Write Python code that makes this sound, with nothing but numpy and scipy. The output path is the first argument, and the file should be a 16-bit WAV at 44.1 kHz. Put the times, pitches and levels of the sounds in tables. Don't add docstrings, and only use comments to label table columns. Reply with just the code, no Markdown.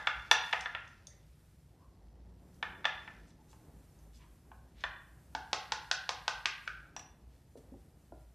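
import sys
import numpy as np
from scipy import signal
from scipy.fft import rfft, irfft
from scipy.io import wavfile

SR = 44100
rng = np.random.default_rng(int(sys.argv[2]) if len(sys.argv) > 2 else 0)


def field_ratio(decibels):
    return 10 ** (np.asarray(decibels, dtype=float) / 20)


def generate_wav(signal):
    frames = np.transpose(np.atleast_2d(signal))
    scaled = np.clip(frames, -1, 1) * 32767
    pcm = np.round(scaled).astype(np.int16)
    wavfile.write(sys.argv[1], SR, pcm)


N = 367794
LEAD = SR // 4


# start in seconds, click, wall, rim and crack levels in dB.
WALL_KNOCKS = [(0.0712, -22.5, -27, -24.5, -31.5), (0.3123, -13, -20.5, -14, -16.5),
               (0.5274, -45.5, -29.5, -28, -31), (0.5326, -19.5, -55, -54, -39),
               (0.6586, -31.5, -34, -37.5, -59), (0.7492, -31.5, -37, -41.5, -77),
               (2.627, -26.5, -34.5, -37, -43), (2.8442, -52, -35.5, -34.5, -54.5),
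               (2.853, -21, -31.5, -24, -30), (3.0768, -43.5, -45.5, -59, -75),
               (4.8378, -25.5, -33, -34, -42), (6.9646, -40, -50, -46, -45), (6.994, -48.5, -80, -54, -49)]
# click, wall, rim and crack levels in dB.
EARLIER_KNOCK_DB = (-29, -33.5, -34.5, -40.5)
# frequency in Hz, level in dB.
CLICK_SPECTRUM = [(700, -28.5), (1300, -11), (2000, 0.5), (2700, 4), (3300, -3), (4500, -22), (7000, -48)]
CRACK_SPECTRUM = [(2300, -23.5), (3300, 1.5), (4000, 5), (5000, 2.5), (6000, -0.5), (7200, -10.5),
                  (8500, -19.5), (12000, -38), (16000, -52)]
# frequency in Hz, level in dB, t60 in seconds.
BOTTOM_MODES = [(497, -10.5, 0.044), (672, -4, 0.06), (757, -3.5, 0.041), (869.5, -0.5, 0.042),
                (980, -2.5, 0.048), (1121, -3.5, .04)]
WALL_MODES = [(1260, -9, 0.052), (1398, -0.5, .035), (1553, 0, 0.029), (1700, -3, 0.049),
              (1760, -2.5, 0.052), (1870, -5, 0.043), (2068, -2.5, 0.033), (2284, -3, 0.017),
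              (2745, -3.5, 0.021), (3080, -7, 0.0095)]
RIM_MODES = [(3497, 0, .055), (3570, -10, .03)]


def wall_knocks():
    earlier_s = -0.03
    bottom_at_db, bottom_follows = -42.5, 0.93
    rows = []
    for s, click_db, *rest_db in [(earlier_s, *EARLIER_KNOCK_DB), *WALL_KNOCKS]:
        bottom_db = bottom_at_db + bottom_follows * (click_db + 27)
        rows.append((s, click_db, bottom_db, *rest_db))
    return strike(rows, click=CLICK_SPECTRUM, bottom=BOTTOM_MODES, wall=WALL_MODES,
                  rim=RIM_MODES, crack=CRACK_SPECTRUM)


# start in seconds, click, bottom, wall and crack levels in dB.
BOTTOM_TAPS = [(3.5296, -60, -58.5, -63, -73.5), (4.5162, -58, -53, -58.5, -80.5),
               (5.3497, -38.5, -38.5, -39.5, -30.5), (5.53, -24.5, -32.5, -33.5, -20),
               (5.7198, -29.5, -35.5, -36, -20), (5.9126, -25, -38.5, -33.5, -16.5),
               (6.0915, -29.5, -35.5, -36.5, -21.5), (6.279, -25, -37, -31.5, -19),
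               (6.4559, -18, -44.5, -33, -20), (6.6761, -33, -57, -38.5, -40.5)]
# frequency in Hz, level in dB, t60 in seconds.
THUD_MODES = [(410, 0.00081, 0.026), (488, 0.0061, 0.09)]
HELD_BOTTOM_MODES = [(678, -10.5, 0.079), (775, 0.5, 0.027), (857, 0, 0.037), (925, 2, 0.023),
                     (1057, -1.5, 0.031)]
HELD_WALL_MODES = [(1241, -10, 0.071), (1386, -1.5, 0.022), (1494, 2.5, 0.028), (1576, 0.5, 0.031),
                   (1590, 6, 0.026), (1894, -6.5, 0.016), (2277, -1.5, 0.021)]


def bottom_taps():
    thud_under_db = -16
    rows = [(s, click_db, bottom_db + thud_under_db, bottom_db, *rest_db)
            for s, click_db, bottom_db, *rest_db in BOTTOM_TAPS]
    return strike(rows, click=CLICK_SPECTRUM, thud=THUD_MODES, bottom=HELD_BOTTOM_MODES,
                  wall=HELD_WALL_MODES, crack=CRACK_SPECTRUM)


# start in seconds, edge and top levels in dB.
GLAZE_PINGS = [(0.0692, -51, -82), (0.3127, -24.5, -37), (2.8534, -53.5, -81), (6.9646, -41, -62),
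               (6.993, -46, -68)]
# start in seconds, tip, rim and crack levels in dB.
TIP_TICKS = [(0.609, -43, -57, -37), (0.8779, -65, -73, -68), (1.07, -40, -53.5, -52),
             (2.5441, -70.5, -89, -76), (3.3044, -70, -67, -61), (3.9893, -69, -90, -77),
             (4.808, -63, -65, -52)]
# frequency in Hz, level in dB, t60 in seconds.
EDGE_MODES = [(5050, -9.5, 0.018), (5815, -6, 0.025), (5820, 0.5, 0.054), (5950, -5, 0.018),
              (7426, -6, 0.011), (8000, -17.5, 0.017)]
TOP_MODES = [(10800, -3, .012), (11300, -1.5, 0.013), (11200, -4, 0.011)]
TIP_MODES = [(4520, -29, 0.003), (4840, -7, 0.01), (5500, -2, .008), (5850, -2, 0.016), (6320, 1, 0.0076),
             (6360, 2, 0.0095), (7455, -13, 0.007), (8600, -9, 0.0067), (9300, -18, .01)]


def pings_and_ticks():
    pings = strike(GLAZE_PINGS, edge=EDGE_MODES, top=TOP_MODES)
    return pings + strike(TIP_TICKS, tip=TIP_MODES, rim=RIM_MODES, crack=CRACK_SPECTRUM)


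def knocks():
    contacts = wall_knocks() + bottom_taps() + pings_and_ticks()
    return signal.sosfilt(signal.butter(2, 280, "high", fs=SR, output="sos"), contacts)


PART_TRIM_DB = dict(click=3.5, bottom=6, wall=0.5, rim=-1.5, edge=-1.5, tip=1.5, thud=1.5, top=1, crack=0.5)


def strike(rows, **parts):
    out, t = np.zeros(N + LEAD), np.arange(SR // 8) / SR
    fade = np.hanning(2 * len(t))[len(t):]
    for s, *levels_db in rows:
        start = round(s * SR) + LEAD
        phase = contact_phase(t)
        for level_db, (name, part) in zip(levels_db, parts.items()):
            sound = pulse(part, phase, t) if name in ("click", "crack") else modes(part, t)
            out[start:start + len(t)] += field_ratio(level_db + PART_TRIM_DB[name]) * sound * fade
    return out


def contact_phase(t):
    min_delay_s, smear_s = 0.0005, 0.0022
    hz = np.fft.rfftfreq(len(t), 1 / SR)
    delay_s = min_delay_s + smear_s * np.interp(hz, np.linspace(0, 12000, 9), rng.random(9))
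    return 2 * np.pi * (np.cumsum(delay_s) * hz[1] + rng.random())


def pulse(spectrum, phase, t):
    hz = np.fft.rfftfreq(len(t), 1 / SR)
    burst = irfft(field_ratio(at_hz(spectrum, hz)) * np.exp(-1j * phase), len(t))
    return burst / np.abs(burst).max()


def modes(part, t):
    hz, level_db, t60_s = np.transpose(part)[:, :, None]
    spread_db = 2.1 * rng.standard_normal(hz.shape)
    phase = 2 * np.pi * rng.random(hz.shape)
    swell = (1 - np.exp(-t * hz / 0.27)) ** 2
    envelope = field_ratio(level_db + spread_db - 60 * t / t60_s) * swell
    return np.sum(envelope * np.sin(2 * np.pi * hz * t + phase), axis=0)


# start in seconds, peak in dB, pitch in Hz.
DULL_BUMPS = [(1.08, -61, 622), (1.135, -62.5, 570), (5.349, -44, 300), (6.964, -42, 805),
              (7.555, -46, 447), (7.574, -46, 272), (7.721, -42.5, 269), (7.74, -43.5, 365),
              (8.122, -46.5, 670), (8.123, -47, 332)]
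# ratio to pitch, level in dB.
BUMP_MODES = [(.93, -3), (1, 1), (1.5, -9), (2.1, -12)]


def bumps():
    out, t = np.zeros(N + LEAD), np.arange(SR // 8) / SR
    for s, level_db, pitch_hz in DULL_BUMPS:
        start = round(s * SR) + LEAD
        part = [(pitch_hz * ratio, level_db + db, 0.04) for ratio, db in BUMP_MODES]
        out[start:start + len(t)] += modes(part, t)
    return out


# start in seconds, length in seconds, level in dB, centre in Hz, width in octaves.
SLIME_RUBS = [(1.079, 0.086, -72, 1960, 0.21), (1.78, 0.095, -68.5, 1044, 0.19),
              (3.254, 0.063, -74, 5940, 0.99), (3.379, 0.053, -70, 850, 0.19),
              (3.47, 0.084, -70.5, 5000, 1.3), (4.115, 0.087, -69, 4200, 1.6), (4.174, 0.1, -69, 2460, 1.2),
              (4.161, 0.15, -70.5, 1020, 0.25), (4.726, 0.2, -64, 2462, 1.5),
              (5.51, 0.022, -82, 5500, 0.99), (7.561, 0.036, -68.5, 3000, 3.5)]


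def rubs():
    out = np.zeros(N + LEAD)
    for s, length_s, level_db, centre_hz, octaves in SLIME_RUBS:
        size, start = round(length_s * SR), round(s * SR) + LEAD
        lumpy = (rng.standard_normal(SR // 2) * rng.exponential(1, SR // 2))[:size]
        edges_hz = centre_hz * 2 ** (octaves * np.array([-0.5, 0.5]))
        band = signal.sosfilt(signal.butter(2, edges_hz, "band", fs=SR, output="sos"), lumpy)
        out[start:start + size] += field_ratio(level_db) * rms_one(band) * np.hanning(size)
    return out


# frequency in Hz, t60 in seconds, tail level in dB.
ROOM_DECAY = [(300, 0.2, -27), (770, 0.64, -37), (1600, 0.6, -32.5), (2400, .55, -34.5),
              (3400, 0.49, -37.5), (5500, 0.33, -33), (11095, 0.12, -28.5)]
# delay in seconds, level in dB.
EARLY_ECHOES = [(.0035, -10), (.016, -17)]


def room(x):
    t = np.arange(int(0.8 * SR)) / SR
    edges_hz = 150 * 2 ** np.arange(0, 7, 0.5)
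    response = np.zeros(len(t))
    white = rng.standard_normal((2, len(t)))
    for k, (low, high) in enumerate(zip(edges_hz, edges_hz[1:])):
        band = signal.sosfilt(signal.butter(2, [low, high], "band", fs=SR, output="sos"), white[k % 2])
        hz = np.sqrt(low * high)
        decay_db = at_hz(ROOM_DECAY, hz, column=2) - 60 * t / at_hz(ROOM_DECAY, hz)
        response += band * field_ratio(decay_db)
    response *= 1 - np.exp(-t / 0.0016)
    response[0] = 1
    for delay_s, level_db in EARLY_ECHOES:
        response[round(delay_s * SR)] += field_ratio(level_db)
    return signal.fftconvolve(x, response)[LEAD:LEAD + N]


# frequency in Hz, level in dB.
SMACK_SPECTRUM = [(900, -10.5), (1800, 2.5), (3000, 1.5), (5500, 0.5), (8000, -11.5), (12000, -12.5)]
# time in seconds, smack level in dB.
STIR_EFFORT = [(0, -67), (.3, -66), (.5, -58), (.7, -68.5), (1.5, -84.5), (2.3, -81.5), (2.7, -86),
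               (3.0, -69.5), (3.3, -78), (3.6, -86), (4.55, -89), (4.75, -79), (5.2, -102), (5.5, -72.5),
               (6.7, -73), (7.15, -90.5), (7.33, -78.5), (7.5, -86)]


def smacks():
    pops_per_s = 2500
    sizes = field_ratio(3.0 * np.minimum(rng.exponential(1, N), 5)) * rng.choice([-1, 1], N)
    pops = sizes * (rng.random(N) < pops_per_s / SR)
    effort_db, = in_time(STIR_EFFORT)
    return field_ratio(effort_db) * rms_one(coloured(pops, SMACK_SPECTRUM))


# time in seconds, murmur level in dB.
TRAFFIC_LEVEL = [(0, -70.5), (.5, -69), (1.4, -73), (2.1, -69), (3.0, -66.5), (3.75, -67), (4.2, -70),
                 (4.8, -68.5), (5.15, -69.5), (5.45, -66), (6.5, -75.5), (7.0, -66.5), (7.4, -72),
                 (7.75, -66.5), (8.34, -76)]
# frequency in Hz, density in dB per Hz.
RUMBLE_SPECTRUM = [(13, -60.5), (22, -17.5), (29, -10.5), (35, -11), (54, 2.5), (67, 1), (86, 0),
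                   (118, -3.5), (162, -2.5), (204, -17.5), (230, -25), (300, -46.5), (510, -120)]
MURMUR_SPECTRUM = [(120, -31), (200, -3), (327, -5.5), (385, -8), (449, -10), (882, -15), (1220, -25),
                   (2000, -29), (2600, -52.5), (4400, -120)]


def street(rumble_noise, murmur_noise):
    rumble_mean_db, rumble_follows = -62, 0.23
    rumble = rms_one(coloured(rumble_noise, RUMBLE_SPECTRUM))
    murmur = rms_one(coloured(murmur_noise, MURMUR_SPECTRUM))
    traffic_db, = in_time(TRAFFIC_LEVEL)
    rumble_db = rumble_mean_db + rumble_follows * (traffic_db - traffic_db.mean())
    return field_ratio(rumble_db) * rumble + field_ratio(traffic_db) * patchy(murmur)


def patchy(x):
    rustle_db = 2
    low = signal.sosfilt(signal.butter(2, 400, fs=SR, output="sos"), x)
    return field_ratio(rustle_db * wander(3000)) * low + field_ratio(rustle_db * wander(3000)) * (x - low)


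# centre in seconds, length in seconds, level in dB.
ENGINE_THROBS = [(0.183, 0.068, -47.5), (0.605, .12, -61), (1.133, 0.082, -64.5), (1.32, 0.086, -56),
                 (1.887, 0.088, -60.5), (2.063, 0.12, -51.5), (2.292, .26, -51.5), (2.71, 0.14, -60),
                 (3.215, 0.12, -51), (3.547, 0.087, -62.5), (3.841, 0.19, -57), (4.133, 0.35, -53.5),
                 (4.581, 0.21, -53.5), (4.864, .16, -51.5), (5.144, 0.1, -56), (5.382, .14, -53),
                 (5.517, 0.15, -60), (5.714, 0.16, -57.5), (6.371, .1, -55.5), (6.498, 0.094, -56.5),
                 (6.775, 0.16, -55.5), (7.286, 0.11, -52.5), (7.716, 0.19, -57), (8.001, .14, -61.5),
                 (8.203, .2, -53)]


def throbs():
    throb_hz, spread_hz = 56.9, 3.0
    out = np.zeros(N + SR)
    chance = rng.standard_normal((len(ENGINE_THROBS), 2))
    for (s, length_s, level_db), (off, turn) in zip(ENGINE_THROBS, chance):
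        size = round(2 * length_s * SR)
        start, t = round(s * SR) - size // 2 + LEAD, np.arange(size) / SR
        tone = np.sin(2 * np.pi * ((throb_hz + spread_hz * off) * t + turn))
        out[start:start + size] += field_ratio(level_db - 0.5) * np.hanning(size) * tone
    return out[LEAD:LEAD + N]


# time in seconds, firing rate in Hz, level in dB.
MOTOR_PASS = [
    (1.6, 90.8, -95),
    (2.0, 89.5, -77.5),
    (2.7, 90.9, -66),
    (3.3, 89.7, -72),
    (3.5, 78.94, -69.5),
    (4.7, 79.96, -74.5),
    (5.3, 78.9, -79),
    (6.0, 78.5, -100.5),
]
# multiple of the firing rate, level in dB.
FIRING_ORDERS = [(2, 3.5), (3, -6.5), (4, -9)]


def motor():
    firing_hz, level_db = in_time(MOTOR_PASS)
    wobble = wander(4096)
    phase = 2 * np.pi * np.cumsum(firing_hz * (1 + 0.0066 * wobble)) / SR
    orders = sum(field_ratio(db) * np.sin(k * phase) for k, db in FIRING_ORDERS)
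    return field_ratio(level_db + 1.1 * wobble) * orders


# frequency in Hz, density in dB per Hz.
HISS_SPECTRUM = [(710, -22.5), (1200, -4), (3340, -11), (5920, -11.5), (7960, -10), (13600, -11.5),
                 (14500, -18.5), (15000, -30.5)]
# time in seconds, hiss level in dB.
GAIN_DRIFT = [(0, -80.5), (.3, -83), (.45, -71), (.8, -88), (1.15, -82), (1.5, -79), (2.2, -90), (2.6, -77),
              (3.35, -85), (3.55, -77), (4.6, -79.5), (4.75, -82.5), (5.0, -78.5), (5.7, -75), (6.62, -75),
              (6.8, -82.5), (7.4, -82), (7.6, -80)]


def recorder_hiss(noise):
    hiss = rms_one(coloured(noise, HISS_SPECTRUM))
    flicker_db = 1.0 * wander(2048)
    gain_db, = in_time(GAIN_DRIFT)
    return field_ratio(gain_db + 3.5 + flicker_db) * hiss


def at_hz(points, hz, column=1):
    table = np.array(points)
    return np.interp(np.log(np.maximum(hz, 1)), np.log(table[:, 0]), table[:, column])


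def in_time(rows):
    s, *columns = np.transpose(rows)
    return [np.interp(np.arange(N) / SR, s, column) for column in columns]


def wander(step):
    count = N // step + 2
    return np.interp(np.arange(N) / step, np.arange(count), rng.standard_normal(count))


def rms_one(x):
    return x / np.sqrt(np.mean(x ** 2) + 1e-20)


def coloured(x, spectrum):
    hz = np.fft.rfftfreq(len(x), 1 / SR)
    closed = [(spectrum[0][0] * 0.7, -80), *spectrum, (spectrum[-1][0] * 1.3, -80)]
    return irfft(rfft(x) * field_ratio(at_hz(closed, hz)), len(x))


def scene():
    rumble_noise, murmur_noise, hiss_noise = rng.standard_normal((3, N))
    background = smacks() + recorder_hiss(hiss_noise) + street(rumble_noise, murmur_noise)
    mid = room(knocks() + bumps() + rubs())
    mid += background + throbs() + motor()
    return np.array([mid, mid])


def band_limit(x):
    return signal.sosfilt(signal.butter(12, 15560, fs=SR, output="sos"), x)


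# frequency in Hz, share of the time.
TREBLE_WIDTH = [(3700, 0), (4500, .07), (6000, 0.2), (7500, .65), (14000, 0.8)]


def record(dry):
    round_at, cutoff_hz = 0.55, 14500
    hz, _, frames = signal.stft(dry[0], SR, nperseg=2048)
    band = (hz / 800).astype(int)
    share = at_hz(TREBLE_WIDTH, band * 800 + 400)[:, None]
    patch = rng.random((band.max() + 1, frames.shape[1]))[band] < share
    treble = np.sum(np.abs(frames[hz > 3000]) ** 2, axis=0)
    steady = treble < 4 * np.roll(treble, 1)
    side = frames * patch * steady * np.exp(2j * np.pi * rng.random(frames.shape))
    both = dry + field_ratio(-0.5) * signal.istft(side, SR, nperseg=2048)[1][:N] * [[1], [-1]]
    rounded = round_at * np.tanh(both / round_at)
    mix = signal.sosfilt(signal.cheby2(12, 30, cutoff_hz, fs=SR, output="sos"), rounded)
    return band_limit(mix)


dry = scene()
out = record(dry)
generate_wav(out)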